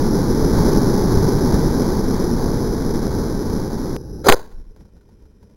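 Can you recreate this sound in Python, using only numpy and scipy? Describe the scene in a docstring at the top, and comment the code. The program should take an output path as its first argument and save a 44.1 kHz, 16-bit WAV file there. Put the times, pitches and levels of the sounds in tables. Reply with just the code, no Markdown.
"""Riding a model rocket

A small camera rides on the airframe. The motor roars until an abrupt cut to the softer wind of the coast.
The ejection charge bursts the cardboard tube open with a hard, overloaded knock; the parts rattle,
then drift down in light air with small taps. The camera's coarse, stepped sampling adds a gritty sizzle."""
import sys
import numpy as np
from scipy.fft import rfft, irfft, next_fast_len
from scipy.io import wavfile
from scipy.ndimage import uniform_filter1d, map_coordinates

SR = 44100
rng = np.random.default_rng(int(sys.argv[2]) if len(sys.argv) > 2 else 0)


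def bounce(signal):
    """Save signal as a 16-bit WAV file at the path given by the first command-line argument."""
    frames = np.transpose(np.atleast_2d(signal))
    limited = np.clip(frames, -1, 1)
    pcm = np.round(limited * 32767).astype(np.int16)
    wavfile.write(sys.argv[1], SR, pcm)


N = 245195
CUT_TO_COAST_S, OPEN_S = 3.965, 4.3
# Dry, bright colour of the ejection crack and the taps: freq_hz, relative_db
CRACK_SPECTRUM = [(100, -23.5), (500, 2.5), (850, 3.5), (1250, -2.5), (1480, 4.5), (1850, -8.5),
                  (2150, -10), (2700, -21)]


def motor(lopsided=0.038, flutter_db=0.63, waver_db=0.36, buffet_db=-3.5, swell_db=1.9, chuff_trim_db=-2):
    """Turbulent exhaust roars and chuffs, air buffets the microphone; an edit cuts it with a click."""
    # Roar through the airframe, humped at its resonances: freq_hz, relative_db
    exhaust_spectrum = [(50, -21.5), (110, -2), (220, 0.5), (320, -2), (420, -3), (510, -10.5),
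                        (620, -17.5), (730, -19), (860, -14), (1000, -18.5), (1340, -26), (1550, -24),
                        (1760, -29.5), (2340, -37.5), (2750, -51.5)]
    # Rumble of air on the microphone: freq_hz, relative_db
    buffet_spectrum = [(5, -11.5), (15, 1.5), (28, -1.5), (50, -8), (110, -10), (170, -24.5), (400, -90)]
    # Strongest thumps in the roar: time_s, peak_db (before the trim)
    chuffs = [(.078, -6), (1.174, 1.5), (1.187, -8), (1.361, -6), (2.958, -4.5), (3.539, -4)]
    jet = even(noise(exhaust_spectrum), seconds=0.16)
    jet *= amp(flutter_db * wobble(60) + waver_db * wobble(9))
    jet = unit(jet - lopsided * (jet ** 2 - 1))  # troughs are sharper than crests
    buffet = amp(buffet_db + swell_db * wobble(6)) * even(noise(buffet_spectrum), seconds=0.132)
    roar = amp(roar_level(clock())) * (jet + buffet)
    # weaker thumps fall at random and follow the roar's level
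    thumps = [(s, roar_level(s) + 4 + 2.5 * size) for s, size in scattered(0, CUT_TO_COAST_S, count=8)]
    chuffing = amp(chuff_trim_db) * pulses(list(chuffs) + thumps, width_s=.001)
    cut_click = pulses([(CUT_TO_COAST_S, -21)], width_s=.001)
    return (roar - chuffing - cut_click) * (clock() < CUT_TO_COAST_S)


def roar_level(t, hold_db=-16.5, surge_db=2.3, surge_at_s=.7, fade_from_s=1.44, fade_db_per_s=3):
    """The exhaust's level in dB: a hold with one broad surge, then a long even fade."""
    surge = surge_db * np.exp(-((t - surge_at_s) / .17) ** 2)
    return hold_db + surge - fade_db_per_s * np.maximum(t - fade_from_s, 0)


def ejection(push=.44, linger=.09, leak_s=.06, crack_trim_db=0.5):
    """Gas booms and cracks through the tube and presses on the microphone; the pressure leaks away."""
    # Hollow boom of the tube: freq_hz, relative_db
    boom_spectrum = [(30, -18.5), (150, -16), (280, -14), (390, 4), (520, -0.5), (660, -15.5), (830, -13),
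                     (1500, -34.5), (2700, -56)]
    # Surges of gas: start_s, level_db, length_s, bright_db (crack over boom, before the trim)
    surges = [(4.243, -26, .018, -4.5), (4.2600, -18, .009, -6), (4.2683, -8.5, 0.0062, -13),
              (4.273, -15, 0.012, -9.5), (4.2850, -8, 0.0083, 5), (4.29, -17, 0.039, -3),
              (4.324, -13.5, 0.015, -4.5), (4.3390, -15, 0.008, -9)]
    # Sharp pressure blows: time_s, peak_db
    slams = [(4.2975, 6.5), (4.3003, 9.5), (4.3240, 2.5)]
    boom = even(noise(boom_spectrum), seconds=0.01)
    crack = even(noise(CRACK_SPECTRUM), seconds=0.0035)
    blast = np.zeros(N)
    for s, db, length, bright_db in surges:
        gate = between(s, s + length, edge_s=.0007)
        blast += amp(db) * gate * (boom + amp(bright_db + crack_trim_db) * crack)
    push_s, release_s = 4.294, 4.342
    leak = np.exp(-np.maximum(clock() - release_s, 0) / leak_s) * between(release_s, 10, edge_s=.005)
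    pressure = push * between(push_s, release_s, edge_s=.005) + linger * leak
    return blast - pressure - pulses(slams, width_s=.0003)


def rattle(chatter_db=-33.5, fade_db_per_s=105, grain_db=3, tap_t60_s=0.052, tap_trim_db=-8, dry_db=-4):
    """Loose parts chatter against the tube, dying away into single taps and light random touches."""
    # Parts scraping on the tube: freq_hz, relative_db
    clatter_spectrum = [(59, -41.5), (100, -12), (158, -21), (199, -8.5), (450, 1), (699, -12.5),
                        (1060, -5.5), (1210, -21.5), (1490, -11.5), (1890, -20), (2700, -31), (3510, -65),
                        (5940, -120)]
    # Clearest taps of the cord and nose cone: start_s, relative_db
    taps = [(4.364, -22.5), (4.394, -26), (4.516, -42), (4.763, -42), (4.808, -44), (4.853, -47),
            (4.967, -47.5), (5.01, -49), (5.091, -47), (5.255, -49), (5.428, -43.5)]
    t = clock()
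    chatter = unit(noise(clatter_spectrum) * amp(grain_db * wobble(250)))
    chatter *= amp(chatter_db - fade_db_per_s * np.maximum(t - 4.35, 0)) * between(4.34, 10, edge_s=.003)
    touches = [(s, -54 + 2.5 * size) for s, size in scattered(OPEN_S, N / SR, count=14)]
    tap_envelope = sum(amp(db + tap_trim_db - 60 * np.clip(t - s, 0, 1) / tap_t60_s) * (t >= s)
                       for s, db in list(taps) + touches)
    hollow_ring = unit(tube(rng.standard_normal(N)))
    dry_contact = amp(dry_db) * noise(CRACK_SPECTRUM)
    return chatter + tap_envelope * even(hollow_ring + dry_contact, seconds=.01)


def tube(x):
    """The cardboard airframe rings in a few broad resonances of alternating polarity."""
    # Airframe resonances: pitch_hz, width_hz, gain_db
    modes = [(420, 100, 1.5), (937, 67, -0.5), (1500, 140, -15.5), (1980, 37, -16)]
    return filtered(x, lambda f: sum(
        (-1) ** k * amp(db) * 1j * f * width / (hz * hz - f * f + 1j * f * width)
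        for k, (hz, width, db) in enumerate(modes)))


def airflow(coast_db=-30.5, breeze_db=-47, rush_db=14, settle_s=0.093, tumble_db=6, flutter_db=1.6):
    """Fast smooth wind while coasting; a light, uneven breeze and low gusts once the rocket opens."""
    # Fast air along the tube: freq_hz, relative_db
    coast_spectrum = [(12, -28), (20, -2), (76, 0.5), (108, -5.5), (156, -4), (271, -10), (409, -8),
                      (462, -9), (655, -32.5), (855, -25), (948, -32.5), (1290, -37.5), (1580, -36),
                      (1940, -49), (2700, -61), (3510, -92), (5940, -120)]
    # Slow air on the way down: freq_hz, relative_db
    drift_spectrum = [(12, -13.5), (24, 2.5), (70, -3), (135, -12), (212, -9.5), (280, -17.5), (420, -15),
                      (560, -25), (740, -36.5), (980, -32), (1250, -42), (1500, -38), (2000, -44.5),
                      (2700, -47.5)]
    # Low gusts on the swinging tube: freq_hz, relative_db
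    sway_spectrum = [(8, -17.5), (22, 2.5), (36, -10), (80, -26), (200, -58.5)]
    # Swings of the tube through the air: start_s, level_db, length_s
    gusts = [(4.526, -29.5, 0.1), (4.65, -37.5, 0.071)]
    t = clock()
    coast = amp(coast_db) * noise(coast_spectrum) * between(CUT_TO_COAST_S, OPEN_S, edge_s=.002)
    slowing = rush_db * np.exp(-np.maximum(t - OPEN_S, 0) / settle_s)  # the opened rocket loses speed
    tumble = tumble_db * np.exp(-((t - 4.815) / .025) ** 2)  # one swell as it tumbles
    drift_db = breeze_db + slowing + tumble + flutter_db * wobble(30)
    drift = amp(drift_db) * noise(drift_spectrum) * between(OPEN_S, 10, edge_s=.01)
    swing = sum(amp(db) * between(s, s + length, edge_s=0.013) for s, db, length in gusts)
    return coast + drift + swing * even(noise(sway_spectrum), seconds=0.086)


def electronics(hiss_db=-78, whine_trim_db=1):
    """The camera's own faint whine and hiss."""
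    # Tones of the whine: pitch_hz, level_db (before the trim)
    tones = [(1400, -84), (1852, -83.5), (2401, -84)]
    whine = sum(amp(db + whine_trim_db) * np.sin(2 * np.pi * hz * clock() + .8 * wobble(20))
                for hz, db in tones)
    return whine + amp(hiss_db) * rng.standard_normal(N)


def amp(db):
    """Decibels to gain."""
    return 10 ** (np.asarray(db) / 20)


def unit(x):
    """Scale to rms 1."""
    return x / np.sqrt(np.mean(x ** 2) + 1e-20)


def even(x, seconds):
    """Hold the short-term rms of x at 1."""
    power = uniform_filter1d(x ** 2, max(int(seconds * SR), 2))
    return x / np.sqrt(np.abs(power) + 1e-3)


def clock():
    """The time of every sample in seconds."""
    return np.arange(N) / SR


def wobble(rate):
    """A smooth random curve, rate knots a second."""
    knots = rng.standard_normal(int(N * rate / SR) + 4)
    return map_coordinates(knots, [np.arange(N) * rate / SR])


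def filtered(x, response):
    """Shape x with a complex frequency response."""
    size = next_fast_len(N + SR // 2)
    return irfft(rfft(x, size) * response(np.fft.rfftfreq(size, 1 / SR)), size)[:N]


def noise(spectrum):
    """Noise of rms 1 coloured by (freq_hz, relative_db) points."""
    f, db = np.transpose(spectrum)
    colour = lambda hz: amp(np.interp(np.log(hz + 1), np.log(f + 1), db, right=-120))
    return unit(filtered(rng.standard_normal(N), colour))


def between(start_s, end_s, edge_s):
    """A gate that opens and shuts with soft edges."""
    t = clock()
    return (np.tanh((t - start_s) / edge_s) - np.tanh((t - end_s) / edge_s)) / 2


def pulses(rows, width_s):
    """One-sided pressure pulses, a short bell curve for each (time_s, peak_db)."""
    return sum(amp(db) * np.exp(-np.minimum(((clock() - s) / width_s) ** 2, 20)) for s, db in rows)


def scattered(start_s, end_s, count):
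    """Random events (time_s, size), one per equal share of the span; sizes have mean 0 and spread 1."""
    place, size = rng.random((count, 2)).T
    times = start_s + (end_s - start_s) * (np.arange(count) + place) / count
    return np.column_stack([times, (2 * size - 1) * np.sqrt(3)])


def scene():
    """Everything reaches the one microphone on the airframe directly."""
    return (motor() + airflow() + ejection() + rattle() + electronics())[None]


def record(dry, rail=.93, overflow=1.35, hold_samples=8, top_hz=15800):
    """The converter flattens peaks, flips to the top rail when far below range, and holds each value."""
    overloaded = np.where(dry[0] < -overflow, rail, np.clip(dry[0], -rail, rail))
    # the steps mirror the low sound into the treble as sizzle
    steps = np.repeat(overloaded[::hold_samples], hold_samples)[:N]
    return filtered(steps, lambda hz: hz < top_hz)[None]


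dry = scene()
out = record(dry)
bounce(out)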